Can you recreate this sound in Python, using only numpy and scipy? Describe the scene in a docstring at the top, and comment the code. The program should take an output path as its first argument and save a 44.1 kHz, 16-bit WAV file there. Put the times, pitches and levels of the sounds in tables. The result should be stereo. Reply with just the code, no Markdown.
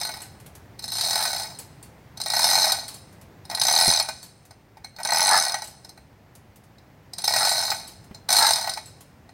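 """A sheet-metal workshop, where a hand chain hoist is worked in seven pulls, close by and to the right.
In each pull the wheel speeds up and slows down. Links clink, the pawl ticks, the housing knocks and the
slack chain rattles: each contact is a handful of fading sine waves plus a short burst of noise.
The cover clatters four times; loose links jingle, dry scuffs and two dull bumps are heard.
The room answers with fading noise, and the shop rumbles faintly as coloured noise."""
import sys
import numpy as np
from scipy import signal
from scipy.fft import rfft, irfft, next_fast_len
from scipy.io import wavfile
from scipy.ndimage import map_coordinates

SR = 44100
rng = np.random.default_rng(int(sys.argv[2]) if len(sys.argv) > 2 else 0)


def pcm_store(signal):
    """Save signal as 16-bit PCM."""
    levels = np.round(np.clip(np.atleast_2d(signal), -1, 1) * 32767)
    wavfile.write(sys.argv[1], SR, levels.astype(np.int16).T)


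N = 411453  # length in samples


def amp(db):
    """Decibels to gain."""
    return 10 ** (np.asarray(db) / 20)


def unit(x):
    """Scale x to an rms of 1."""
    return x / np.sqrt(np.mean(x ** 2) + 1e-20)


def along(points, hz):
    """Read (pitch_hz, value) points at any pitch, on a log axis."""
    point_hz, values = np.transpose(points)
    return np.interp(np.log(hz + 1), np.log(point_hz + 1), values)


def curve(rows):
    """Turn (time_s, value) rows into one value per sample."""
    return np.interp(np.arange(N) / SR, *np.transpose(rows))


def filtered(x, response):
    """Multiply the spectrum of x by a gain that depends on frequency."""
    size = next_fast_len(N + SR // 2)
    spectrum = rfft(x, size) * response(np.fft.rfftfreq(size, 1 / SR))
    return irfft(spectrum, size)[..., :N]


def noise(colour):
    """Coloured noise of rms 1."""
    white = rng.standard_normal(N)
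    return unit(filtered(white, lambda hz: amp(along(colour, hz))))


def decaying(times, sizes, t60, hz=0):
    """A damped oscillator kicked at the given times; at 0 Hz it is a plain fading level."""
    kicks = np.full(N, 1e-20, complex)
    places = np.clip(np.round(np.asarray(times) * SR).astype(int), 0, N - 1)
    np.add.at(kicks, places, sizes)
    pole = np.exp((2j * np.pi * hz - np.log(1000) / t60) / SR)
    return signal.lfilter([1], [1, -pole], kicks)


def ring(times, db, modes, scatter_db, detune, attack):
    """Each blow lands on another spot: it shares its energy among the modes anew, at slightly new pitches."""
    hz, level, t60 = np.transpose(modes)
    strength, pitch, phase = rng.standard_normal((len(times), 3, len(modes))).transpose(1, 0, 2)
    # Soft blows reach the high modes less.
    dulling_db = 0.072 * np.outer(db - db.max(), np.log2(hz / hz.mean()))
    sizes = amp(level + dulling_db + scatter_db * strength)
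    sizes *= (amp(db) / np.linalg.norm(sizes, axis=1))[:, None]
    speed = 2 * np.pi * hz * (1 + detune * pitch)
    sizes, speed, phase = np.float32([sizes, speed, 2 * np.pi * phase])[..., None]
    t = np.arange(SR // 10, dtype=np.float32) / SR  # a ring lasts 0.1 s at most
    rings = np.zeros((len(times), len(t)), np.float32)
    for k, life in enumerate(t60):
        u = t[t < life]
        fade = np.float32(np.exp(-np.log(1000) * u / life))
        rings[:, :len(u)] += sizes[:, k] * np.sin(speed[:, k] * u + phase[:, k]) * fade
    rings *= 1 - np.exp(-t / attack)
    where = np.round(np.maximum(times, 0) * SR).astype(int)[:, None] + np.arange(len(t))
    return np.bincount(where.ravel(), rings.ravel(), N)[:N]


def crack(times, db, colour, t60, attack):
    """A short burst of noise at every contact, building up as the parts chatter."""
    fading = decaying(times, amp(db) ** 2, t60 / 2).real
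    not_yet_built = decaying(times, amp(db) ** 2, attack * np.log(1000)).real
    return np.sqrt(np.abs(fading - not_yet_built)) * noise(colour)


def blows(*groups):
    """Join groups of ((times, levels), gain dB) into one list, leaving out any before time 0."""
    times = np.concatenate([group[0] for group, _ in groups])
    db = np.concatenate([group[1] + gain for group, gain in groups])
    return times[times > 0], db[times > 0]


# Pulls on the hand chain; the first is already under way. Levels are relative, before each layer's own gain.
# A lean makes the late part of a pull louder (+) or softer (-).
# Columns: start_s, fastest_s, end_s, top_speed_links_per_s, clinks_db, knocks_db, pawl_db, slack_chain_db,
# chain_lean_db_per_s, knock_lean_db_per_s
PULLS = [(-.453, -0.151, .32, 33, -9.5, -22.5, -14.5, -14, -32.5, -12.5),
         (0.746, 1.139, 1.575, 43.34, -16, -28.5, -20, -13.5, -5, 13.5),
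         (2.123, 2.57, 2.832, 46.59, -13, -19.5, -15, -10.5, -10.5, -3.5),
         (3.431, 3.895, 4.088, 44.78, -11, -20.5, -8.5, -19, -12.5, -18),
         (4.932, 5.288, 5.623, 48.21, -13.5, -19.5, -7.5, -28.5, 1, -8.5),
         (7.116, 7.489, 7.88, 47.69, -16, -23, -17, -12, -13.5, -12),
         (8.261, 8.31, 8.877, 51.87, -6.5, -21.5, -18, -12.5, -19, -8.5)]
LINK_SCATTER_DB = 2.73  # no two links land alike


def passing(lag, grows_db, scatter_db, columns):
    """One contact (s, dB) per link: in each pull the wheel speeds up and slows down along quarter sines.
    Lag is a share of a link's travel, grows_db the gain per tenfold speed; columns picks level and lean."""
    times, db = [], []
    for pull in np.array(PULLS):
        start, fastest, end, top = pull[:4]
        level, lean = pull[list(columns)]
        t = np.linspace(start, end, num=1000)
        pace = np.sin(np.pi * np.interp(t, [start, fastest, end], [0, .5, 1]))
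        travel = np.cumsum(top * pace) * (t[1] - t[0])  # in links
        at = np.interp(np.arange(.5 + lag, travel[-1]), travel, t)
        landing = rng.standard_normal(64)[:len(at)]
        # Faster links hit harder.
        speed_db = grows_db * np.log10(np.interp(at, t, pace) + 1e-6)
        times.append(at)
        db.append(level + lean * (at - fastest) + speed_db + scatter_db * landing)
    return np.concatenate(times), np.concatenate(db)


# Single links that snap taut in a pull, or swing against the hoist between pulls; also used by the
# chain and the housing. Levels are relative. Columns: time_s, clink_db, knock_db
SINGLE_LINKS = [(0.7918, -24.5, -46), (0.8406, -18.5, -38), (1.1556, -13, -22), (1.204, -18.5, -25),
                (1.2525, -14.5, -21.5), (1.432, -20.5, -43.5), (2.1734, -26.5, -46), (2.2143, -16.5, -54),
                (2.335, -16.5, -21.5), (2.3644, -13.5, -21), (2.7205, -8, -21.5), (3.4519, -33.5, -47.5),
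                (3.4986, -22, -29), (3.5485, -15, -33), (3.6148, -6, -20.5), (3.683, -6.5, -15.5),
                (3.998, -8.5, -19), (4.087, -19.5, -22.5), (4.508, -38.5, -43), (4.77, -46, -42.5),
                (4.8447, -28.5, -37), (4.9634, -33, -47.5), (4.986, -35, -31.5), (5.0495, -13.5, -21.5),
                (5.12, -12.5, -16.5), (5.1455, -12.5, -19), (5.4944, -15, -34.5), (5.542, -14, -20.5),
                (5.62, -22.5, -29.5), (5.847, -31, -43), (5.8915, -30.5, -48), (5.975, -40, -45),
                (6.783, -44.5, -65.5), (7.1345, -23.5, -45.5), (7.1831, -18, -47.5), (7.2778, -10.5, -19.5),
                (7.3372, -13.5, -19), (7.3617, -10, -17.5), (7.703, -11, -39.5), (7.7156, -20.5, -19),
                (8.1462, -31.5, -47), (8.2893, -12, -24.5), (8.3039, -9.5, -22), (8.507, -6.5, -19),
                (8.6729, -20.5, -23), (8.6944, -12.5, -37.5), (8.7363, -18.5, -42.5), (8.773, -22.5, -27.5),
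                (9.2913, -42, -45.5)]


def ordinary(links):
    """The passing links (s, dB), less those within 13 ms of a single link."""
    times, db = links
    apart = np.abs(times[:, None] - np.transpose(SINGLE_LINKS)[0]).min(axis=1) > .013
    return times[apart], db[apart]


def grazes(links):
    """A link grazes the wheel up to 5 ms before it seats, 15 dB softer."""
    times, db = links
    return times - 0.005 * rng.uniform(.5, 1, 256)[:len(times)], db - 15


def rattle(links, count):
    """Each passing link shakes the chain: small contacts (s, dB) follow it, ever rarer and fainter."""
    settle_s, settle_db_per_s = 0.34, 96.5
    times, db = links
    chance = rng.random((256, count))[:len(times)]
    delay = settle_s * ((np.arange(count) + chance) / count) ** 2
    return (times[:, None] + delay).ravel(), (db[:, None] - settle_db_per_s * delay).ravel()


def wheel_ring(times, db):
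    """Every chain contact feeds the hand wheel's one long note, which rings on after the links."""
    kicks = amp(db - 34) * np.exp(2j * np.pi * rng.random(len(times)))
    return decaying(times, kicks, t60=0.76, hz=4290).imag


# Ringing modes of the chain and wheel. Columns: pitch_hz, relative_level_db, t60_s
STEEL = [(3894, -4.5, 0.031), (4162, -4, 0.038), (4264, -1.5, 0.044), (4834, -10, 0.035), (5158, 2, 0.031),
         (6136, -2, 0.026), (7290, -17, 0.058), (8320, -12.5, 0.041), (8690, -13, 0.069), (9000, -3, 0.026),
         (10720, -8, 0.022), (12970, -15.5, 0.044), (15200, -32, .04)]
# Colour of the noise when steel parts touch, also used by the pawl. Columns: pitch_hz, relative_level_db
STEEL_CRACK = [(150, -31), (1500, -10), (2800, -13.5), (3450, -9.5), (3950, 9.5), (4700, 1), (5700, -3),
               (6900, -10.5), (8800, -2), (9800, -13), (12000, -8.5), (13300, -18), (14000, -12.5),
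               (16000, -23.5)]


def chain():
    """Links clink onto the wheel and off it, with a finer rattle from the slack chain between them."""
    single_db, seating_db, leaving_db, graze_db, rattle_db = 0.5, 1.5, -3, -3.5, -6
    clink_grows_db, rattle_grows_db = 36, 23.5  # per tenfold speed
    leave_lag = 0.52  # share of a link's travel until another link leaves the wheel
    single = np.transpose(SINGLE_LINKS)[:2]
    seating = ordinary(passing(0, clink_grows_db, LINK_SCATTER_DB, columns=(4, 8)))
    leaving = ordinary(passing(leave_lag, clink_grows_db, LINK_SCATTER_DB, columns=(4, 8)))
    slack = rattle(passing(0, rattle_grows_db, LINK_SCATTER_DB, columns=(7, 8)), count=12)
    times, db = blows((single, single_db), (seating, seating_db), (leaving, leaving_db),
                      (grazes(single), graze_db), (slack, rattle_db))
    crack_db = db + 0.084 * (db - db.max())  # gentle touches ring purer than hard ones
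    links = amp(6) * ring(times, db, STEEL, scatter_db=5.5, detune=0.0099, attack=0.0017)
    contact = crack(times, crack_db, STEEL_CRACK, t60=0.033, attack=0.0006)
    return links + contact + wheel_ring(times, db)


# Ringing modes of the pawl. Columns: pitch_hz, relative_level_db, t60_s
PAWL = [(4267, -6.5, 0.05), (5108, -3, 0.034), (6130, 0.5, 0.023), (8040, -3, 0.016), (8970, -2, 0.023),
        (10730, -1, 0.027), (13050, -20.5, 0.027)]


def pawl():
    """The sprung pawl drops once per link and rings in its own clear modes."""
    tick_lag = 0.56  # share of a link's travel after it seats
    ticks = passing(tick_lag, grows_db=27, scatter_db=0.5, columns=(6, 8))
    times, db = blows((ticks, 0))
    ringing = amp(5.0) * ring(times, db, PAWL, scatter_db=6, detune=0.0067, attack=0.0006)
    return ringing + amp(-5.5) * crack(times, db, STEEL_CRACK, t60=.018, attack=.0002)


# Ringing modes of the housing. 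Columns: pitch_hz, relative_level_db, t60_s
HOUSING = [(643.6, -10, 0.095), (695, -2.5, 0.058), (789, -0.5, 0.051), (855.7, 1, 0.05),
           (927, -2.5, 0.041), (1021, -8, 0.022), (1250, -4.5, 0.03), (1440, -5, 0.037),
           (1504, -0.5, 0.072), (1670, -23, 0.028), (1860, -15.5, 0.044), (1915, -3, 0.099),
           (2050, -8, 0.05), (2205, -6, 0.12), (2434, -9, 0.076), (4010, -11, 0.066)]
# Colour of the noise when the housing is knocked. Columns: pitch_hz, relative_level_db
HOUSING_CRACK = [(30, -38), (150, -11.5), (330, -20), (520, -31), (720, -5), (1150, -7), (1500, -6),
                 (2400, -5), (2800, -13), (6000, -17)]


def housing():
    """Links knock on the wheel, the shaken chain clatters after them, and the hollow cover answers."""
    single_db, seating_db, graze_db, clatter_db = 0.5, -1.0, -0.5, -7.5
    knock_grows_db, clatter_grows_db = 31.5, 20.5  # per tenfold speed
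    single = np.transpose(SINGLE_LINKS)[[0, 2]]
    seating = ordinary(passing(0, knock_grows_db, LINK_SCATTER_DB, columns=(5, 9)))
    clatter = rattle(passing(0, clatter_grows_db, LINK_SCATTER_DB, columns=(5, 9)), count=8)
    times, db = blows((single, single_db), (seating, seating_db), (grazes(single), graze_db),
                      (clatter, clatter_db))
    hollow = amp(6) * ring(times, db, HOUSING, scatter_db=3.5, detune=0.005, attack=0.0016)
    return hollow + amp(1.0) * crack(times, db, HOUSING_CRACK, t60=0.059, attack=0.0026)


# Near full speed the chain slaps the cover's sheet. Columns: middle_s, half_length_s, relative_level_db
SLAPS = [(1.193, 0.078, -28), (5.333, 0.05, -13), (7.424, 0.04, -22), (8.434, 0.052, -16.5)]


def slaps():
    """Twelve quick hits per slap make a thick, hoarse clatter in the cover's resonances."""
    place = np.linspace(-1, 1, num=12)
    times = np.concatenate([middle + half * place for middle, half, _ in SLAPS])
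    times = times + 0.0025 * rng.standard_normal(len(times))
    db = np.concatenate([level - 8 * place ** 2 for _, _, level in SLAPS])
    # Columns: pitch_hz, relative_level_db, t60_s
    cover = [(857, 3, .03), (1340, 1, 0.033), (1410, 2.5, 0.0072), (1700, 1.0, 0.036), (2080, -3, .03)]
    return amp(9.5) * ring(times, db, cover, scatter_db=3, detune=.05, attack=.001)


# Loose links touching. Columns: time_s, relative_level_db
JINGLES = [(0.2179, -25.5), (1.587, -24), (1.827, -33), (2.8807, -23), (2.9416, -29), (4.2281, -28.5),
           (5.641, -26.5), (5.674, -30), (7.8758, -29.5), (8.8578, -32)]
# Ringing modes of a loose link. Columns: pitch_hz, relative_level_db, t60_s
LOOSE = [(4440, -3, 0.079), (7460, -10, 0.055), (7900, 1.5, 0.052), (8400, -4, 0.048), (9100, 0.5, 0.052),
         (10600, -3, 0.043), (11750, -14, 0.051), (12900, -36, .04)]


def loose_links():
    """Unloaded links ring higher and fainter, with a little scuffing noise."""
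    times, db = np.transpose(JINGLES)
    links = ring(times, db, LOOSE, scatter_db=2.5, detune=.02, attack=.001)
    contact = crack(times, db, SCUFF_COLOUR, t60=0.19, attack=.001)
    return amp(1.0) * links + amp(-8.5) * contact


# The microphone's aim changes how much of the top octave it hears. Columns: time_s, gain_db
FACING = [(0, 0.5), (1.2, 2.5), (2.6, -1), (3.8, -1.5), (5.3, -3), (7.4, -1), (8.4, 0.5), (9.3, -7.5)]


def facing(x):
    """The microphone's aim raises or lowers the treble above about 11 kHz."""
    top = filtered(x, lambda hz: 1 / (1 + (11000 / (hz + 1)) ** 12))
    return x + (amp(curve(FACING)) - 1) * top


# Small dry scuffs of handling. Columns: time_s, level_db
SCUFFS = [(0.401, -42), (0.4617, -38), (0.552, -37.5), (3.1266, -48), (3.2134, -42.5), (4.4525, -45),
          (6.352, -41.5), (6.559, -44.5), (6.638, -50.5), (8.0423, -48), (9.0078, -38)]
# Colour of the scuffing noise, also used by the loose links. 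Columns: pitch_hz, relative_level_db
SCUFF_COLOUR = [(500, -6.5), (2500, -4.5), (6000, -4.5), (11000, -1.5), (16000, -11.5)]


def scuffs():
    """Dry little rubs with no pitch: noise that starts at once and fades."""
    times, db = np.transpose(SCUFFS)
    return decaying(times, amp(db), t60=0.09).real * noise(SCUFF_COLOUR)


# Two dull bumps. Columns: time_s, level_db, pitch_hz, t60_s
BUMPS = [(3.879, -20.5, 85.6, 0.076), (8.111, -32, 204.5, .05)]


def bumps():
    """Each bump is a low, quickly damped tone with a soft click of noise."""
    push = sum(decaying([s], amp(db), t60, hz).imag for s, db, hz, t60 in BUMPS)
    times, db = np.transpose(BUMPS)[:2]
    # Columns: pitch_hz, relative_level_db
    click_colour = [(30, -9.5), (150, 9), (400, -1), (700, -19.0), (2500, -11), (5000, -33.5)]
    return push + amp(-2.0) * crack(times, db, click_colour, t60=0.073, attack=.0003)


# How long the room's echo lasts at each pitch. 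Columns: pitch_hz, t60_s
WALLS = [(150, 0.16), (800, 0.29), (4000, 0.7), (9000, 0.86), (15000, 0.04)]


def room(x):
    """The workshop's diffuse answer: fading noise, different at each microphone."""
    hz, t, grains = signal.stft(rng.standard_normal((2, SR)), SR, nperseg=256)
    early = 1 + 3.4 * np.exp(-t / 0.022)  # nearby machinery answers first
    fade = np.exp(-np.log(1000) * t / along(WALLS, hz)[:, None])
    tail = signal.istft(grains * early * fade, SR, nperseg=256)[1]
    tail = np.pad(tail / np.linalg.norm(tail[0]), ((0, 0), (SR // 250, 0)))  # starts 4 ms late
    return signal.fftconvolve(x[None], tail, axes=1)[:, :N]


# Colour of the shop's rumble. Columns: pitch_hz, relative_level_db
SHOP = [(20, -32), (40, -14), (62, -5), (95, 0), (130, -0.5), (200, -6.5), (320, -11), (520, -13),
        (800, -12.5), (1250, -19.5), (2000, -19.5), (3200, -28), (5000, -30), (10000, -39.5), (16000, -34)]
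# How alike the rumble is on the left and right. Columns: pitch_hz, likeness (1 = the same)
ALIKE = [(60, 1), (240, 0.95), (950, 0.14), (3800, .02)]
# Loudness of the rumble over time. Columns: time_s, relative_level_db
SHOP_LEVEL = [(0, -47.5), (3.6, -48.5), (4.4, -53), (6.2, -52), (7.9, -49.5), (9.3, -51)]


def shop():
    """A faint background rumble that slowly swells and sinks, nearly mono in the bass."""
    turn = lambda hz: np.arccos(np.clip(along(ALIKE, hz), 0, 1)) / 2
    mid = filtered(noise(SHOP), lambda hz: np.cos(turn(hz)))
    side = filtered(noise(SHOP), lambda hz: np.sin(turn(hz)))
    balance = amp([[-1], [.5]])  # left, right
    return np.array([mid + side, mid - side]) * balance * amp(curve(SHOP_LEVEL))


# The extra delay of the path to the left microphone drifts. Columns: time_s, delay_s
LAG = [(0, 0.000078), (1.6, 0.00013), (3.8, 0.0002), (5.2, 0.00014), (7.3, 0.00015), (8.5, 0.00012)]
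# The left microphone faces away from the hoist. Columns: pitch_hz, gain_db
SHADOW = [(100, -16.5), (450, -0.5), (750, 4.5), (1000, 3), (1400, -6.5), (2300, -9), (3200, -3),
          (4200, -13.5), (6100, -13), (7200, -15), (8800, -34), (10700, -13.5), (13300, 1.5), (15200, 4)]


def scene():
    """The hoist reaches the left microphone late and shadowed, so that side hears more of the room."""
    hoist = facing(pawl() + chain() + housing() + slaps() + loose_links())
    direct = hoist + scuffs() + bumps()
    wet_left, wet_right = amp(-9.0) * room(direct)
    # Contacts come from different points along the chain, so the delay also wavers.
    spots = np.arange(0, N / SR, 1 / 50)
    waver = curve(np.c_[spots, .000024 * rng.standard_normal(len(spots))])
    lag = curve(LAG) + waver
    late = map_coordinates(direct, [np.arange(N) - lag * SR])
    left = filtered(amp(-4.0) * late + amp(1) * wet_left, lambda hz: amp(along(SHADOW, hz)))
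    return np.array([left, direct + wet_right]) + shop()


def record(dry):
    """Peaks round off towards full scale, and then everything above 15900 Hz is cut."""
    rounded = dry / (1 + np.abs(dry) ** 6) ** (1 / 6)
    return filtered(rounded, lambda hz: hz < 15900)


dry = scene()
out = record(dry)
pcm_store(out)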